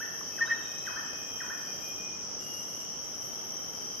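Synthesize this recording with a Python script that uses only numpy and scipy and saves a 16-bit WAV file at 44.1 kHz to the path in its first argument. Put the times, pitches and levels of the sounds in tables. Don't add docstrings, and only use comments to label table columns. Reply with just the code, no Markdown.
import sys
import numpy as np
from scipy import signal
from scipy.fft import rfft, irfft
from scipy.io import wavfile

SR = 44100
rng = np.random.default_rng(int(sys.argv[2]) if len(sys.argv) > 2 else 0)


def wav_record(signal):
    frames = np.transpose(np.atleast_2d(signal))
    bounded = np.clip(frames, -1, 1)
    quanta = np.round(bounded * 32767).astype(np.int16)
    wavfile.write(sys.argv[1], SR, quanta)


N = 176400
T = np.arange(N) / SR

# frequency_hz, relative_db
CICADA_SPECTRUM = [(2350, -57), (4000, -34), (4250, -29), (4850, -22), (5420, -3), (5820, 5), (6110, -4.5),
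                   (6530, -16.5), (7160, -30), (7340, -28.5), (7860, -31.5), (7980, -39), (8200, -56.5),
                   (10700, -73), (18000, -120)]
# time_s, pitch_hz, level_db, overtones_db, flutter_depth
HIGH_WHINE_CURVE = [(0, 3128, -56.5, -57, 0.3), (.2, 3133, -59, -58, 0.05), (.5, 3140, -52.5, -62.5, 0.48),
                    (1.05, 3150, -53, -59.5, 0.36), (1.25, 3149, -53.5, -56, 0.06),
                    (1.42, 3156, -48.5, -62, 0.02), (1.62, 3158, -56, -60, 0.06),
                    (1.9, 3163, -53.5, -53.5, 0.36), (2.08, 3161, -64, -81, .45),
                    (2.36, 3155, -70, -85, 0.3), (2.85, 3116, -60, -72, 0.5),
                    (3.05, 3121, -60.5, -64.5, 0.3), (3.26, 3125, -57.5, -58, 0.3),
                    (3.7, 3137, -56.5, -60.5, .45), (4, 3142, -53, -60, 0.2)]
LOW_WHINE_CURVE = [(2.36, 2850, -76, -77, .2), (2.42, 2855, -53.5, -57, 0.15),
                   (2.6, 2855, -49.5, -58, 0.14), (2.68, 2855, -60.5, -58, 0.34),
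                   (2.82, 2857, -55, -58.5, .3), (2.98, 2850, -66, -80, .3)]
# harmonic_number, relative_db
HIGH_WHINE_OVERTONES = [(3, -10.5), (4, 1.5)]
LOW_WHINE_OVERTONES = [(3, -9.5), (4, 4.5), (5, -19)]
# start_s, level_db
SWOOP_CALLS = [(-.092, -38), (.378, -38.5), (0.865, -37.5), (1.402, -39)]
# time_s, pitch_hz, relative_db
SWOOP_CURVE = [(0, 2010, -5.5), (.009, 1668, 5), (.018, 1396, 3), (.034, 1050, -6), (.06, 859, -11.5),
               (.086, 1102, -10.5), (.099, 1485, 3), (.109, 1783, 2), (.122, 1808, 5.5), (.13, 1730, -10)]
# start_s, length_s, level_db, pitch_hz, onset_offset_hz
PIP_NOTES = [(0.405, 0.024, -23.5, 1831, -450), (.5015, 0.023, -24, 1835, 497)]
# start_s, length_s, level_db, first_hz, last_hz
WHISTLE_NOTES = [(-.03, .21, -58, 2580, 2780), (.3, 0.35, -54.5, 2565, 2634), (.64, 0.16, -56, 2510, 2518),
                 (.808, 0.34, -49.5, 2542, 2540), (1.17, 0.32, -52.5, 2502, 2484),
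                 (1.52, 0.12, -57, 2488, 2493), (1.65, .14, -55.5, 2470, 2415),
                 (1.81, 0.14, -51.5, 2437, 2475), (1.96, 0.21, -51.5, 2462, 2450)]
TWITTER_NOTES = [(.6, .16, -57.5, 3620, 3708), (.77, .08, -59.5, 3950, 4050),
                 (.86, 0.11, -63.5, 4120, 3983), (1.02, 0.081, -55, 3020, 2833)]
# time_s, pitch_hz, level_db
CHIP_CURVE = [(.458, 3380, -66), (.468, 3790, -42), (.48, 3870, -43.5), (.495, 3800, -63.5)]
# start_s, length_s, level_db
RATTLE_BURSTS = [(0.241, .3, -53), (0.867, .32, -52.5), (1.577, 0.32, -52), (2.219, .34, -53),
                 (3.75, .32, -52)]
# first_pulse_s, pulse_count, level_db
CHIRP_GROUPS = [(.637, 7, -57), (1.065, 1, -57), (1.235, 2, -57), (1.383, 3, -57.5), (1.581, 3, -60),
                (1.776, 3, -58.5), (1.97, 3, -58.5), (2.17, 3, -59.5), (2.403, 2, -58), (2.606, 2, -59),
                (2.81, 2, -58), (3.05, 1, -57), (3.25, 1, -58)]
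# pitch_hz, width_hz, level_db
INSECT_BANDS = [(3043, 120, -63), (3187, 78, -64), (3293, 59, -67), (4990, 40, -71.5), (6600, 200, -62.5),
                (7570, 100, -74), (9090, 50, -77.5)]
# frequency_hz, relative_db
HUSH_SPECTRUM = [(15, -51), (25, -10), (172, 0.5), (406, 0), (433, 0), (623, -2.5), (1070, -8), (1290, -6),
                 (1440, -10), (2300, -15), (3040, -13), (3460, -16.5), (4200, -22.5), (5460, -60),
                 (9240, -120)]
FIZZ_SPECTRUM = [(7000, -39), (8000, -19), (9000, -10.5), (10000, -6), (11000, -1.5), (12000, -0.5),
                 (12900, 1), (13300, -43), (15000, -61)]
# frequency_hz, left_right_correlation
BED_CORRELATION = [(60, -0.06), (500, 0.18), (1500, 0.24), (3000, 0.09), (5800, -0.16), (12000, 0)]
# frequency_hz, left_minus_right_db
BED_BALANCE = [(60, -4), (130, -2.5), (280, -3.5), (610, -1.0), (1340, -1.5), (2900, 2.5), (6300, 1.0),
               (13700, -0.5)]


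def cicada_chorus(level_db=-39, buzz_db=0.62, buzz_hz=380, swell_db=0.1):
    band = noise_bed(lambda hz: amp(curve_at(CICADA_SPECTRUM, hz)))
    roughness = amp(buzz_db * wander(buzz_hz) - swell_db * wander(3.3))
    return amp(level_db) * unit_rms(band * roughness)


def cicada_whine(curve, overtones, stroke_hz, bend_rad, flutter_hz, jitter, rasp_rad):
    times, pitch_hz, level_db, overtones_db, depth = np.transpose(curve)
    strokes = np.cumsum(stroke_hz * (1 + 0.019 * wander(10))) / SR
    ripple = np.sin(2 * np.pi * strokes) + .6 * np.sin(4 * np.pi * strokes + 1)
    pitch = np.interp(T, times, pitch_hz) * (1 + jitter * wander(120))
    phase = 2 * np.pi * np.cumsum(pitch) / SR + bend_rad * ripple + rasp_rad * wander(400)
    flutter = np.interp(T, times, depth) * tone(flutter_hz * (1 + 0.269 * wander(14.3)))
    body_gain = amp(np.interp(T, times, level_db, left=-120, right=-120)) * (1 + flutter)
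    sheen_gain = amp(np.interp(T, times, overtones_db, left=-120, right=-120)) * (1 + flutter / 2)
    sheen = sum(amp(db) * np.sin(harmonic * phase) for harmonic, db in overtones)
    return np.sqrt(2) * (body_gain * np.sin(phase) + sheen_gain * sheen)


def bird_swoops(rasp_db=2):
    out = np.zeros(N)
    for start, db in SWOOP_CALLS:
        add(out, start, amp(db) * glide(SWOOP_CURVE))
    return out * amp(rasp_db * wander(220))


def bird_pips(attack_s=0.01, decay_s=0.014, flick_s=.002):
    out, t = np.zeros(N), T[:SR // 5]
    for start, length, db, hz, offset_hz in PIP_NOTES:
        envelope = np.minimum(t / attack_s, 1) * np.exp(-np.maximum(t - length, 0) / decay_s)
        pitch = hz + offset_hz * np.exp(-t / flick_s) + 18 * wander(197)[:len(t)]
        add(out, start, amp(db) * envelope * tone(pitch))
    return out


def bird_whistles(notes, edge_s=.03, fade_db=-3):
    out = np.zeros(N)
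    for start, length, db, first_hz, last_hz in notes:
        progress = np.arange(0, 1, 1 / (length * SR))
        edges = np.minimum(np.minimum(progress, 1 - progress) * length / edge_s, 1)
        pitch = first_hz + (last_hz - first_hz) * progress + 7 * wander(79)[:len(progress)]
        add(out, start, amp(db + fade_db * progress) * edges * tone(pitch))
    return out


def bird_chip():
    out = np.zeros(N)
    add(out, CHIP_CURVE[0][0], glide(CHIP_CURVE))
    return out


def cricket_rattles(pitch_hz=5010, droop_hz=420, rate_hz=35, stroke_s=.024):
    out, progress = np.zeros(N), np.arange(0, 1, 1 / (stroke_s * SR))
    pitch = pitch_hz - droop_hz * progress ** 4
    envelope = np.sin(np.pi * progress) ** .5
    for start, length, db in RATTLE_BURSTS:
        for onset in np.arange(start, start + length - stroke_s, 1 / rate_hz):
            add(out, onset + rng.normal(0, .002), amp(db) * envelope * tone(pitch + rng.normal(0, 11)))
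    return out


def cricket_chirps(pitch_hz=7580, spacing_s=.039, pulse_s=0.029):
    out, envelope = np.zeros(N), np.hanning(int(pulse_s * SR))
    for start, count, db in CHIRP_GROUPS:
        for k in range(count):
            gain = amp(db + rng.normal(0, 1))
            pitch = np.full(len(envelope), pitch_hz + rng.normal(0, 11))
            add(out, start + k * spacing_s - pulse_s / 2, gain * envelope * tone(pitch))
    return out


def leaf_drop(at_s=.2127, level_db=-32, pitch_hz=1150, edge_s=0.00097):
    return amp(level_db) * np.exp(-abs(T - at_s) / edge_s) * np.sin(2 * np.pi * pitch_hz * (at_s - T))


def insect_bands(throb_db=2):
    out = np.zeros((2, N))
    for pitch, width, db in INSECT_BANDS:
        band = noise_bed(lambda hz: 1 / (1 + ((hz - pitch) / width) ** 2) ** 2)
        out += band * amp(db + throb_db * wander(23))
    return out


def forest_hush(hush_db=-47.5, fizz_db=-66):
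    hush = noise_bed(lambda hz: amp(curve_at(HUSH_SPECTRUM, hz))) * amp(hush_db + 0.38 * wander(4))
    fizz = noise_bed(lambda hz: amp(curve_at(FIZZ_SPECTRUM, hz))) * amp(fizz_db)
    return hush + fizz


def among_trees(dry, tail_db, t60_s, left_db, early_db=-8, early_s=0.021):
    t = T[:SR]
    taps = rng.standard_normal((2, 2, SR)) * (rng.random((2, 2, SR)) < .1)
    leaf_decay = np.exp(-t / early_s)
    trunk_decay = amp(-60 * t / t60_s) * (1 - np.exp(-t / 0.019))
    reflections = taps * np.array([leaf_decay, trunk_decay])[:, None]
    early, tail = reflections / np.linalg.norm(reflections, axis=2, keepdims=True)
    echoes = signal.fftconvolve(dry[None], amp(early_db) * early + amp(tail_db) * tail, axes=1)[:, :N]
    pan = amp([[left_db / 2], [-left_db / 2]])
    return (dry + echoes) * pan / np.sqrt(1 + amp(early_db) ** 2 + amp(tail_db) ** 2)


def off_to_one_side(stereo, drift_db=2, trim_db=-.5):
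    delayed = np.array([stereo[0], np.roll(stereo[1], 1)])
    return delayed * amp(drift_db * np.array([wander(9), wander(9)]) + trim_db)


def noise_bed(colour):
    hz = np.fft.rfftfreq(N, 1 / SR)
    left, independent = rfft(rng.standard_normal((2, N)))
    correlation = curve_at(BED_CORRELATION, hz)
    right = correlation * left + np.sqrt(1 - correlation ** 2) * independent
    lean = amp(curve_at(BED_BALANCE, hz) / 2)
    return unit_rms(irfft(np.array([left * lean, right / lean]) * colour(hz), N))


def glide(points):
    times, hz, db = np.transpose(points)
    t = np.arange(times[0], times[-1], 1 / SR)
    return tone(np.interp(t, times, hz)) * amp(np.interp(t, times, db))


def tone(hz):
    return np.sqrt(2) * np.sin(2 * np.pi * np.cumsum(hz) / SR)


def wander(rate_hz):
    hz = np.fft.rfftfreq(N, 1 / SR)
    return unit_rms(irfft(rfft(rng.standard_normal(N)) / (1 + (hz / rate_hz) ** 2) ** 2, N))


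def curve_at(points, hz):
    frequencies, values = np.transpose(points)
    return np.interp(np.log(hz + 1), np.log(frequencies + 1), values)


def add(mix, start_s, sound):
    at = round(start_s * SR)
    sound = sound[max(-at, 0):]
    part = mix[max(at, 0):][:len(sound)]
    part += sound[:len(part)]


def amp(db):
    return 10 ** (np.asarray(db) / 20)


def unit_rms(x):
    return x / np.sqrt(np.mean(x ** 2) + 1e-20)


def scene():
    high = cicada_whine(HIGH_WHINE_CURVE, HIGH_WHINE_OVERTONES, stroke_hz=177, bend_rad=.085,
                        flutter_hz=23, jitter=.0004, rasp_rad=.025)
    low = cicada_whine(LOW_WHINE_CURVE, LOW_WHINE_OVERTONES, stroke_hz=120, bend_rad=.07,
                       flutter_hz=39, jitter=0.0028, rasp_rad=0.12)
    soloist = off_to_one_side(among_trees(high + low, tail_db=-5, t60_s=.4, left_db=1.5))
    insects = (cicada_chorus() + insect_bands() + soloist
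               + among_trees(cricket_rattles(), tail_db=-0.5, t60_s=0.19, left_db=8)
               + among_trees(cricket_chirps(), tail_db=-12, t60_s=.3, left_db=0, early_db=-22))
    birds = (among_trees(bird_pips(), tail_db=-12, t60_s=.75, left_db=.8, early_db=-21)
             + among_trees(bird_swoops(), tail_db=4.5, t60_s=1, left_db=1.3, early_db=.5, early_s=.022)
             + among_trees(bird_whistles(WHISTLE_NOTES), tail_db=0.5, t60_s=0.83, left_db=1)
             + among_trees(bird_whistles(TWITTER_NOTES), tail_db=5, t60_s=.8, left_db=1.5)
             + among_trees(bird_chip(), tail_db=-1.5, t60_s=1.6, left_db=4))
    return insects + birds + forest_hush() + among_trees(leaf_drop(), tail_db=-10, t60_s=.25, left_db=-2)


def record(dry):
    lowpass = signal.firwin(511, 14350, window=("kaiser", 9), fs=SR)
    return signal.oaconvolve(dry, lowpass[None], "same")


dry = scene()
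out = record(dry)
wav_record(out)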